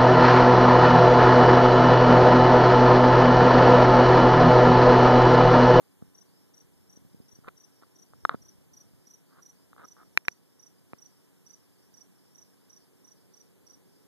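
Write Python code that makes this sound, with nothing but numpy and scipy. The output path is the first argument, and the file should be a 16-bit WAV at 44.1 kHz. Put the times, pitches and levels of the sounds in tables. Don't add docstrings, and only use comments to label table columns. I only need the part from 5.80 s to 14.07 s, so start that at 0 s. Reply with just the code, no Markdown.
import sys
import numpy as np
from scipy import signal
from scipy.fft import rfft, irfft, next_fast_len
from scipy.io import wavfile
from scipy.ndimage import uniform_filter1d, map_coordinates

SR = 44100
rng = np.random.default_rng(int(sys.argv[2]) if len(sys.argv) > 2 else 0)


def master_out(mix):
    frames = np.transpose(np.atleast_2d(mix))
    ceiling = np.clip(frames, -1, 1)
    pcm = np.round(ceiling * 32767).astype(np.int16)
    wavfile.write(sys.argv[1], SR, pcm)


N = 364814

# level_db, length_s, pitch_offset_hz
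WING_STROKES = [(-0.5, .017, -45), (-0.2, .0205, 0), (0.3, .021, 15)]
# pitch_hz, level_db, t60_s, polarity
CASING_MODES = [(400.7, -21.5, .012, -1), (750, -22.5, 0.002, -1), (1288.6, 1, 0.0087, 1),
                (1850, -20, 0.0037, -1), (2319, -23.5, 0.0044, -1), (3820, -17.5, .004, -1),
                (4200, -15, 0.0023, -1), (5900, -31, .003, -1), (11500, -25, .002, 1)]
# pitch_hz, level_db, t60_s, polarity
GRIP_MODES = [(95, -9, .03, 1), (250, 0.5, 0.017, -1), (430, -5.5, .014, -1), (630, -11.5, .008, -1)]


def cricket(wing_hz=5830, stray_hz=18, usual_db=-51, slowing=.03, echo_db=-11):
    # first_stroke_middle_s, level_db
    chirps = [(.352, -53), (.744, -53.5), (1.102, -53.5), (1.490, -53), (1.776, -52), (2.162, -53),
              (2.625, -53.5), (2.941, -49.5), (3.276, -50.3), (3.629, -49.5), (4.051, -50), (4.455, -51),
              (4.801, -50), (5.191, -49.3), (5.671, -48.5), (6.147, -49.5), (6.555, -50.5), (6.904, -51),
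              (7.251, -51), (7.543, -52), (7.873, -50.3)]
    # time_s, left_lag_s, right_minus_left_db
    pan = [(1.7, -.000044, .6), (4.9, .000048, 1.2)]
    pan_s, lags_s, balances_db = np.transpose(pan)
    left, right = np.zeros((2, N))
    for s, db in chirps:
        spacing_s = .0328 + .0005 * (db - usual_db)
        hz = wing_hz + stray_hz * rng.standard_normal()
        lag_s, balance_db = np.interp(s, pan_s, lags_s), np.interp(s, pan_s, balances_db)
        for k, (stroke_db, length_s, offset_hz) in enumerate(WING_STROKES):
            note = amp(db + stroke_db) * stroke(hz + offset_hz, length_s)
            start_s = s + k * spacing_s * (1 + slowing * (k - 1)) - length_s / 2
            add(left, start_s, amp(-balance_db / 2) * filtered(note, lambda f: delay(f, lag_s)))
            add(right, start_s, amp(balance_db / 2) * note)
    return np.array([left, right]) + amp(echo_db) * scatter(right, t60_s=.16)


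def stroke(hz, length_s, flutter_hz=48, flutter_db=2.3, overtone_db=-20, rasp=.13):
    # share_of_length, pitch_offset_hz, level_db
    course = [(0, -19.5, -19), (.18, 10, -5), (.38, 100, -3), (.55, -15, -1.5), (.76, -39.5, -1.5),
              (.9, -120, -9.5), (1, -200, -26)]
    share, bend_hz, level_db = np.transpose(course)
    n = int(length_s * SR)
    progress = np.linspace(0, 1, n)
    pitch_hz = hz + np.interp(progress, share, bend_hz) + flutter_hz * wander(n, 600)
    phase = 2 * np.pi * np.cumsum(pitch_hz) / SR
    level = amp(np.interp(progress, share, level_db) + flutter_db * wander(n, 320))
    level *= signal.windows.tukey(n, .12) * (1 + rasp * wander(n, 1800))
    return level * (np.sin(phase) + amp(overtone_db) * np.sin(2 * phase))


def handling(left_db=-3, crossover_hz=6500, crossing_s=.00026):
    right = taps() + switch() + rubs()
    left = filtered(right, lambda f: f ** 4 / (f ** 4 + crossover_hz ** 4) * delay(f, crossing_s))
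    return np.array([amp(left_db) * left, right])


def taps():
    # start_s, peak_db, hardness_hz
    finger_taps = [(.2217, -46, 500), (1.646, -43, 1500), (1.6735, -41, 4000), (1.680, -37.5, 696),
                   (2.3352, -40, 600), (2.4513, -6, 3270), (2.4939, -10, 6440), (2.544, -29.5, 417),
                   (3.931, -40, 2500), (3.964, -44, 600), (4.167, -46, 1500)]
    # start_s, peak_db, hardness_hz
    grip_bumps = [(.2232, -33, 350), (1.173, -42.5, 500), (1.249, -44, 300), (1.345, -40.5, 330),
                  (1.401, -38, 300), (1.587, -42, 400), (1.680, -35.5, 1200), (2.5443, -24.5, 700),
                  (5.1332, -37, 200)]
    body = np.zeros(N)
    for s, db, hardness_hz in finger_taps:
        add(body, s, amp(db) * blow(CASING_MODES, hardness_hz))
    for s, db, hardness_hz in grip_bumps:
        add(body, s, amp(db) * blow(GRIP_MODES, hardness_hz, low_hz=45))
    return body


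def switch(push_hardness_hz=350):
    # pitch_hz, level_db, t60_s, polarity
    modes = [(1482, 1, 0.0029, 1), (2465, -0.5, .0068, -1), (3980, -16, 0.0038, -1), (4738, -18, .003, -1),
             (7000, -28, .003, -1), (9994, -37, 0.0015, 1), (11150, -45.5, .025, 1), (13200, -20, .002, 1)]
    # start_s, peak_db, hardness_hz, push_relative_db
    snaps = [(1.685, -32, 20000, -20), (4.3746, 1, 13960, -33), (4.452, -43, 6000, -22.5),
             (4.4828, -3.5, 18000, -17.5), (5.1333, -34, 3000, 5)]
    push = blow(CASING_MODES, push_hardness_hz)
    body = np.zeros(N)
    for s, db, hardness_hz, push_db in snaps:
        add(body, s, amp(db) * (blow(modes, hardness_hz) + amp(push_db) * push))
    return body


def rubs(slips_per_s=1800, drag_db=-10):
    # start_s, end_s, start_db, end_db
    slides = [(1.635, 1.686, -61, -60), (1.678, 1.692, -37.5, -46.5), (2.015, 2.040, -53, -57.5),
              (2.497, 2.554, -43.5, -48), (3.481, 3.611, -71.5, -55.5), (3.970, 4.058, -54.5, -49),
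              (4.167, 4.238, -59, -57.5)]
    slip = blow(CASING_MODES, hardness_hz=3200) + amp(drag_db) * blow(GRIP_MODES, hardness_hz=800)
    body = np.zeros(N)
    for start_s, end_s, start_db, end_db in slides:
        n = int((end_s - start_s) * SR)
        grains = rng.standard_normal(n) * (rng.random(n) < slips_per_s / SR)
        grains *= signal.windows.tukey(n, .2)
        rub = signal.fftconvolve(grains * amp(np.linspace(0, end_db - start_db, n)), slip)
        rms = np.sqrt(np.mean(grains ** 2) * np.sum(slip ** 2) + 1e-20)
        add(body, start_s, amp(start_db) * rub / rms)
    return body


def blow(modes, hardness_hz, low_hz=110):
    t = np.arange(2048) / SR
    ring = sum(np.sign(polarity) * amp(db - 60 * t / t60_s) * np.sin(2 * np.pi * hz * t)
               for hz, db, t60_s, polarity in modes)
    pole = np.exp(-2 * np.pi * hardness_hz / SR)
    softened = signal.lfilter([1], np.poly([pole, pole]), np.pad(ring, (0, 2048)))
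    heard = signal.sosfilt(signal.butter(2, low_hz, "high", fs=SR, output="sos"), softened)
    return heard / abs(heard).max()


def grip_shifts(band_hz=(70, 190), edge_s=.05, nudges_per_s=9, nudge_over_rumble_db=17, spread_db=6):
    # start_s, end_s, rumble_db
    shifts = [(.22, .26, -62), (.8, 1.1, -71), (1.2, 1.72, -63), (2.33, 2.6, -61), (2.65, 3.17, -65),
              (3.9, 4.3, -72)]
    t = np.arange(N) / SR
    effort = sum(amp(db) * np.clip(1 + np.minimum(t - start_s, end_s - t) / edge_s, 0, 1)
                 for start_s, end_s, db in shifts)
    band = signal.butter(2, band_hz, "band", fs=SR, output="sos")
    rumble = unit_rms(signal.sosfilt(band, rng.standard_normal(N)))
    nudges = (rng.random(N) < nudges_per_s / SR) * amp(nudge_over_rumble_db - spread_db * rng.random(N))
    thuds = signal.oaconvolve(nudges * effort, blow(GRIP_MODES, hardness_hz=60, low_hz=35))[:N]
    return np.array([np.zeros(N), rumble * effort + thuds])


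def far_crickets(count=36, low_hz=4750, high_hz=5520, level_db=-76, low_end_db=-7, spacing_s=.034):
    chorus = np.zeros(N)
    for rank in np.linspace(0, 1, count):
        chirp = np.zeros(SR // 4)
        for k, (db, length_s, offset_hz) in enumerate(WING_STROKES):
            hz = low_hz + rank * (high_hz - low_hz) + offset_hz
            add(chirp, k * spacing_s, amp(db) * stroke(hz, length_s, flutter_hz=191))
        for when, faintness in rng.random(size=(5, 2)):
            add(chorus, when * N / SR, amp(-9 * faintness + low_end_db * (1 - rank)) * chirp)
    return amp(level_db) * unit_rms(chorus + amp(6) * scatter(chorus, t60_s=.12))


def scatter(x, t60_s):
    t = np.arange(SR // 2) / SR
    echoes = rng.standard_normal((2, len(t))) * (rng.random((2, len(t))) < .05)
    echoes *= (t > .003) * amp(-60 * t / t60_s)
    echoes /= np.linalg.norm(echoes, axis=1, keepdims=True)
    return signal.fftconvolve(x[None], echoes, axes=1)[:, :N]


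def breeze(level_db=-64.5, left_db=-7, gust_db=.88, swell_db=-69, swell_at_s=8, swell_width_s=.7):
    # frequency_hz, relative_density_db
    spectrum = [(20, -38), (45, -26.5), (85, -4.5), (160, 1.5), (300, -3.5), (430, -7), (700, -15.5),
                (1100, -22), (2000, -32), (5000, -55)]
    noise = rng.standard_normal((3, N))
    wind = noise[:2] + amp(-6) * noise[2]
    steady = amp(level_db) * unit_rms(filtered(wind, lambda f: amp(log_interp(spectrum, f))))
    sigh_hz, sigh_octaves = 390, .45
    sigh = filtered(rng.standard_normal((2, N)),
                    lambda f: np.exp(-(np.log2((f + 1) / sigh_hz) / sigh_octaves) ** 2))
    swell = amp(swell_db) / (1 + ((np.arange(N) / SR - swell_at_s) / swell_width_s) ** 2)
    return (steady + swell * unit_rms(sigh)) * amp(gust_db * wander(N, 3.3)) * amp([[left_db], [0]])


def motor(rotation_hz=92.9, sway_db=1.36):
    # multiple, level_db
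    orders = [(1, -75), (2, -70), (3, -70), (4, -72.5), (5, -78.5), (6, -84.5), (9, -85), (10, -85.5),
              (11, -84.5), (12, -90.5), (16, -93), (17, -93), (18, -92.5), (19, -92.5)]
    turns = np.cumsum(rotation_hz * (1 + .001 * wander(N, 6))) / SR
    share = np.linspace(0, 1, 1024)
    one_turn = sum(amp(db) * np.sin(2 * np.pi * (k * share + rng.random())) for k, db in orders)
    hum = np.interp(turns % 1, share, one_turn) * amp(sway_db * wander(N, 4))
    return np.array([np.zeros(N), hum])


def hiss(level_db=-68):
    # frequency_hz, relative_density_db
    spectrum = [(100, -1), (1300, 0.5), (2600, -1), (3400, -1.5), (4100, -4.5), (6500, -1.5), (8000, 0),
                (11000, 1.5), (14000, .5)]
    noise = filtered(rng.standard_normal((2, N)), lambda f: amp(log_interp(spectrum, f)))
    return amp(level_db) * unit_rms(noise)


def amp(db):
    return 10 ** (np.asarray(db) / 20)


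def unit_rms(x):
    return x / np.sqrt(np.mean(x ** 2) + 1e-20)


def log_interp(points, hz):
    f, value = np.transpose(points)
    return np.interp(np.log(hz + 1), np.log(f + 1), value)


def add(mix, start_s, sound):
    part = mix[max(round(start_s * SR), 0):][:len(sound)]
    part += sound[:len(part)]


def delay(hz, lag_s):
    return np.exp(-2j * np.pi * hz * lag_s)


def filtered(x, response):
    size = next_fast_len(x.shape[-1] + 2048)
    return irfft(rfft(x, size) * response(np.fft.rfftfreq(size, 1 / SR)), size)[..., :x.shape[-1]]


def wander(n, rate_hz):
    step = SR / rate_hz
    knots = rng.standard_normal(int(n / step) + 4)
    return map_coordinates(knots, [np.arange(n) / step], order=3, mode="nearest")


def scene():
    return cricket() + far_crickets() + handling() + grip_shifts() + motor() + breeze() + hiss()


def record(dry, cross_s=.000385, threshold_db=-13, slope=.39, attack_s=.01, recovery_db_per_s=2.2):
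    # frequency_hz, share
    crossfeed = [(50, .93), (1200, .92), (2700, .97), (4000, 0.97), (5800, 0.35), (8000, .25), (14000, .17)]
    wide = dry - filtered(dry[::-1], lambda f: log_interp(crossfeed, f) * delay(f, cross_s))
    power_db = 10 * np.log10(abs(uniform_filter1d((wide ** 2).mean(0), size=88)) + 1e-12)
    excess_db = np.maximum(power_db - threshold_db, 0)
    recovery_db = np.arange(N) * recovery_db_per_s / SR
    duck_db = np.maximum.accumulate(slope * excess_db + recovery_db) - recovery_db
    pole = np.exp(-1 / (attack_s * SR))
    ducked = wide * amp(-signal.lfilter([1 - pole], [1, -pole], duck_db))
    rounded = np.tanh(ducked)
    lowpass = signal.firwin(511, cutoff=14100, window=("kaiser", 9), fs=SR)
    return signal.oaconvolve(rounded, lowpass[None], "same")


dry = scene()
out = record(dry)
master_out(out)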